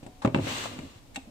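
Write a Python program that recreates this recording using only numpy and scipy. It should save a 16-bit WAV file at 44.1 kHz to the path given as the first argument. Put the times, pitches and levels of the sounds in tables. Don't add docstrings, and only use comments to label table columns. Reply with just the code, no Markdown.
import sys
import numpy as np
from scipy import signal
from scipy.fft import rfft, irfft
from scipy.io import wavfile

SR = 44100
rng = np.random.default_rng(int(sys.argv[2]) if len(sys.argv) > 2 else 0)


def materialize(psi):
    bounded = np.clip(np.atleast_2d(psi).T, -1, 1)
    quanta = np.round(bounded * 32767).astype(np.int16)
    wavfile.write(sys.argv[1], SR, quanta)


N = 57330
T = np.arange(N) / SR
CRACK_RISE_S = 0.00088

# t/s, panel push/dB, panel thud/dB, plastic click/dB,
# click tilt/(dB per octave), click pitch/Hz, click t60/s
CONTACTS = [(0.029, -29.5, -38.5, -55.5, 3, 2600, 0.13), (0.064, -29.5, -34, -44, -2, 8540, 0.036),
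            (0.219, -66, -56, -39, -1, 990, 0.16), (0.2483, -11, -11.5, -21.5, -4.5, 1080, 0.041),
            (0.258, -22.5, -17, -28.5, -2.5, 2580, 0.024), (0.274, -14.5, -18.5, -31.5, -4, 2520, 0.026),
            (0.3457, -11.5, -14.5, -13, -5.5, 1850, 0.0095), (0.3516, -23, -26, -34.5, -2, 2860, 0.037),
            (0.3605, -12.5, -20.5, -35, -1, 600, 0.057), (0.374, -28, -28.5, -31.5, -2, 2440, 0.021),
            (0.3858, -9.5, -26.5, -32, -9, 2800, 0.025), (0.3936, -9, -24.5, -59, 6, 2810, 0.028),
            (0.469, -27.5, -26.5, -35, -7, 2280, 0.13), (0.656, -47, -41, -33.5, -10, 1090, 0.077),
            (0.789, -24, -33, -35, -1.5, 2230, 0.024), (1.145, -68, -75, -47.5, 6, 2200, 0.095),
            (1.1588, -58, -57, -29, 4, 2800, 0.035), (1.164, -56, -42.5, -38, -7, 770, 0.081)]
# f/Hz, level/dB
WIRE_CHATTER = [(60, -38), (125, -3.5), (180, 6.5), (290, 2), (450, -3), (560, -2.5), (720, -8.5),
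                (1000, -7), (1500, -25), (4000, -54)]


def panel_knocks():
    # f/Hz, level/dB, t60/s, left-right/dB
    panel_modes = [(121.7, -15, 0.24, -1), (159.3, -19.5, 0.32, -5), (207, -23.5, 0.073, -21.5),
                   (267.8, -6.5, 0.11, -3.5), (351.2, -15, 0.11, 1), (403.2, -21, 0.21, -5),
                   (529, -30.5, 0.32, 8), (557.3, -16, 0.11, 18.5), (636, -20, 0.13, 17.5),
                   (796, -16, 0.044, 12.5), (945, -28.5, 0.055, -23.5)]
    softness_hz, radiation_hz = 1260, 85
    push_delay_s, push_width_s, rebound_width_s = 0.0029, 0.0012, 0.0018
    starts, pushes_db, thuds_db = np.transpose(CONTACTS)[:3]
    blows = signal.sosfilt(signal.butter(2, softness_hz, fs=SR, output="sos"), clicks(starts, thuds_db))
    body = sum(from_db(db) * pan(side_db) * ring(blows, hz, t60) for hz, db, t60, side_db in panel_modes)
    body = signal.sosfilt(signal.butter(2, radiation_hz, "high", fs=SR, output="sos"), body)
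    push, shake_power = 0, 0
    for start, push_db, thud_db in zip(starts, pushes_db, thuds_db):
        since = T - start - push_delay_s
        give = np.exp(-(since / push_width_s) ** 2)
        rebound = push_width_s / rebound_width_s * np.exp(-(since / rebound_width_s) ** 2)
        push += from_db(push_db) * (rebound - give)
        shake_power += (from_db(thud_db - 6.5) * burst(T - start, rise=0.0041, t60=0.085)) ** 2
    return body + push + np.sqrt(shake_power) * noise(WIRE_CHATTER)


def block_clicks(size=8192):
    # f/Hz, level/dB
    crack_colour = [(200, -39), (500, 4), (1000, -2), (1500, 3.5), (2800, -8), (4000, -2.5), (5200, -11),
                    (8000, -9), (10500, -24), (15000, -36)]
    # f/Hz, level/dB, t60/s, left-right/dB
    block_modes = [(847, -26.5, 0.069, -11), (1167, -17.5, 0.013, 18), (1760, -21.5, 0.018, 18.5),
                   (2147, -23.5, 0.046, 6), (2365, -17.5, 0.06, -3), (2690, -12, 0.029, 13),
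                   (2975, -27, 0.044, -19), (3455, -21.5, 0.031, -13), (3810, -17, 0.016, -10),
                   (7520, -27.5, 0.036, 10)]
    peak_db, peak_width_oct = 13, 0.31
    out, t = np.zeros((2, N + size)), np.arange(size) / SR
    for start, _, _, db, tilt, pitch, t60 in CONTACTS:
        def colour_db(hz):
            peak = peak_db * np.exp(-(np.log2(hz / pitch) / peak_width_oct) ** 2)
            return peak + tilt * np.log2(np.maximum(hz, 500))
        i = int(start * SR)
        grain = coloured(rng.standard_normal((2, size)), crack_colour, colour_db)
        out[:, i:i + size] += from_db(db + 1.5) * burst(t, CRACK_RISE_S, t60) * grain
    starts, _, _, clicks_db, tilts, _, _ = np.transpose(CONTACTS)
    for hz, db, t60, side_db in block_modes:
        strikes_db = clicks_db + db + tilts * np.log2(hz / 2500)
        jitter = rng.uniform(0, 1 / hz, (2, len(starts)))
        strikes = np.array([clicks(starts + lag, strikes_db) for lag in jitter])
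        out[:, :N] += pan(side_db) * ring(strikes, hz, t60)
    return out[:, :N]


def blade_slip(start_s=1.1588, level_db=-32.5):
    # f/Hz, level/dB, t60/s
    blade_modes = [(804, -3, 0.085), (1860, -4.5, 0.05), (2160, -0.5, 0.038), (2570, 0.5, 0.035),
                   (2730, 1, 0.049), (3380, -6, 0.064), (3790, -1, 0.054), (6920, -13, 0.03),
                   (8140, -13, 0.03)]
    since, out = T - start_s, 0
    for hz, db, t60 in blade_modes:
        tone = np.sin(2 * np.pi * hz * since + rng.normal(0, 1, (2, 1)))
        out += from_db(level_db + db) * burst(since, CRACK_RISE_S, t60) * tone
    return out


def cable_slide(slips_per_s=9000, fade_in_db_per_s=181):
    # t/s, level/dB
    slide_envelope = [(0.427, -46), (0.49, -36), (0.649, -38), (0.692, -45.5), (0.8, -53.5), (0.99, -61.5),
                      (1.03, -90)]
    # f/Hz, level/dB
    hiss_colour = [(150, -6.5), (400, -1.5), (650, -3), (1200, 0.5), (2100, -2.5), (2900, 2), (4000, -0.5),
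                   (5100, -8), (7700, -7.5), (9500, -17.5), (12000, -22.5)]
    # f/Hz, level/dB, t60/s
    resonances = [(1213, -15.5, 0.051), (2122, -17, 0.44), (2917, -14, 0.031)]
    times, levels_db = np.transpose(slide_envelope)
    envelope_db = np.interp(T, times, levels_db) - fade_in_db_per_s * np.maximum(times[0] - T, 0)
    slips = rng.choice([-1, 1], (2, N)) * (rng.random((2, N)) < slips_per_s / SR)
    hiss = coloured(slips, hiss_colour)
    rings = sum(from_db(db) * rms_one(ring(hiss, hz, t60)) for hz, db, t60 in resonances)
    return from_db(envelope_db + 2.5) * (hiss + rings)


def soft_bumps():
    # t/s, level/dB, f/Hz
    bumps = [(0.437, -27.5, 283), (0.513, -29.5, 238), (0.791, -29, 132.6), (0.831, -33, 270),
             (0.869, -43, 123), (0.958, -39, 97), (1.174, -31, 264), (1.273, -36.5, 230)]
    shaking = from_db(-13) * noise(WIRE_CHATTER)
    out = 0
    for start, db, hz in bumps:
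        thump = np.sin(2 * np.pi * hz * (T - start))
        out += from_db(db) * burst(T - start, rise=0.0021, t60=0.078) * (thump + shaking)
    return out


def hands():
    # t/s, level/dB
    lean_envelope = [(0, -62), (.22, -68), (.29, -40), (.345, -47), (.395, -33), (.5, -42), (.56, -51),
                     (.77, -49), (.8, -44), (.88, -49), (.92, -61), (1.3, -65)]
    # f/Hz, level/dB
    rumble_colour = [(30, -19), (60, -14), (88, 0), (115, 0), (160, -5), (220, -13), (500, -36),
                     (2000, -65)]
    # t/s, level/dB
    rub_envelope = [(0, -59.5), (.08, -51), (.17, -63.5), (.3, -42.5), (.45, -41.5), (.58, -49),
                    (.74, -44.5), (.85, -48), (.91, -58), (1.04, -63.5), (1.1, -57.5), (1.24, -58.5),
                    (1.3, -55)]
    # f/Hz, level/dB
    rub_colour = [(100, -46), (190, -6.5), (265, 6.5), (400, -10), (540, -3), (900, -16.5), (1500, -48)]
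    return sum(from_db(np.interp(T, *np.transpose(envelope))) * noise(colour)
               for envelope, colour in [(lean_envelope, rumble_colour), (rub_envelope, rub_colour)])


def lingering_tone(hz=738, start_s=0.035):
    return from_db(-57.5) * decay(T - start_s, t60=2.2) * np.sin(2 * np.pi * hz * T)


def room_tail(x):
    tail = rng.standard_normal((2, N)) * decay(T, t60=0.34)
    return from_db(-11.5) * signal.fftconvolve(x, rms_one(tail) / np.sqrt(N), axes=1)[:, :N]


def room_air():
    # f/Hz, level/dB
    air_colour = [(20, 0.5), (40, -5), (110, -10), (190, -22), (290, -21.5), (1000, -24), (1600, -30),
                  (3000, -29), (7700, -35), (15000, -43.5)]
    return from_db(-52) * noise(air_colour)


def from_db(db):
    return 10 ** (np.asarray(db) / 20)


def rms_one(x):
    return x / np.sqrt(np.mean(x ** 2) + 1e-20)


def at_hz(points, hz):
    f, value = np.transpose(points)
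    return np.interp(np.log(np.maximum(hz, 1)), np.log(f), value)


def pan(db):
    return from_db(np.array([[.5], [-.5]]) * db)


def decay(t, t60):
    return (t >= 0) * np.exp(-np.log(1000) * np.maximum(t, 0) / t60)


def burst(t, rise, t60):
    return decay(t, t60) * (1 - np.exp(-np.maximum(t, 0) / rise))


def clicks(times, db):
    out = np.zeros(N)
    np.add.at(out, (times * SR).astype(int), from_db(db))
    return out


def ring(x, hz, t60):
    r, w = np.exp(-np.log(1000) / (t60 * SR)), 2 * np.pi * hz / SR
    return signal.lfilter([0, np.sin(w)], [1, -2 * r * np.cos(w), r * r], x + 1e-18)


def coloured(pair, spectrum, extra_db=lambda hz: 0):
    # f/Hz, correlation
    likeness = [(30, 0), (80, 0.94), (290, 0.94), (640, 0.21), (1400, 0), (15000, 0)]
    # f/Hz, left-right/dB
    balance = [(100, -1), (380, -1.5), (700, 7), (1100, 2), (2400, 1.5), (4400, 0.5), (8100, 6.5),
               (12000, -3.5)]
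    size = pair.shape[1]
    hz = np.maximum(np.arange(size // 2 + 1) * SR / size, 1)
    mid, side = rfft(pair)
    alike = at_hz(likeness, hz)
    stereo = np.sqrt(1 + alike) * mid + np.sqrt(1 - alike) * side * [[1], [-1]]
    gain = from_db(at_hz(spectrum, hz) + extra_db(hz)) * pan(at_hz(balance, hz))
    return rms_one(irfft(stereo * gain, size))


def noise(spectrum):
    return coloured(rng.standard_normal((2, N)), spectrum)


def scene():
    sharp = block_clicks() + blade_slip()
    impacts = panel_knocks() + soft_bumps() + sharp + room_tail(sharp)
    return impacts + cable_slide() + hands() + lingering_tone() + room_air()


def record(dry):
    low_cut_hz, high_cut_hz = 20, 15550
    thin = signal.sosfilt(signal.butter(1, low_cut_hz, "high", fs=SR, output="sos"), dry)
    return signal.sosfilt(signal.ellip(10, .2, 70, high_cut_hz, fs=SR, output="sos"), thin)


dry = scene()
out = record(dry)
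materialize(out)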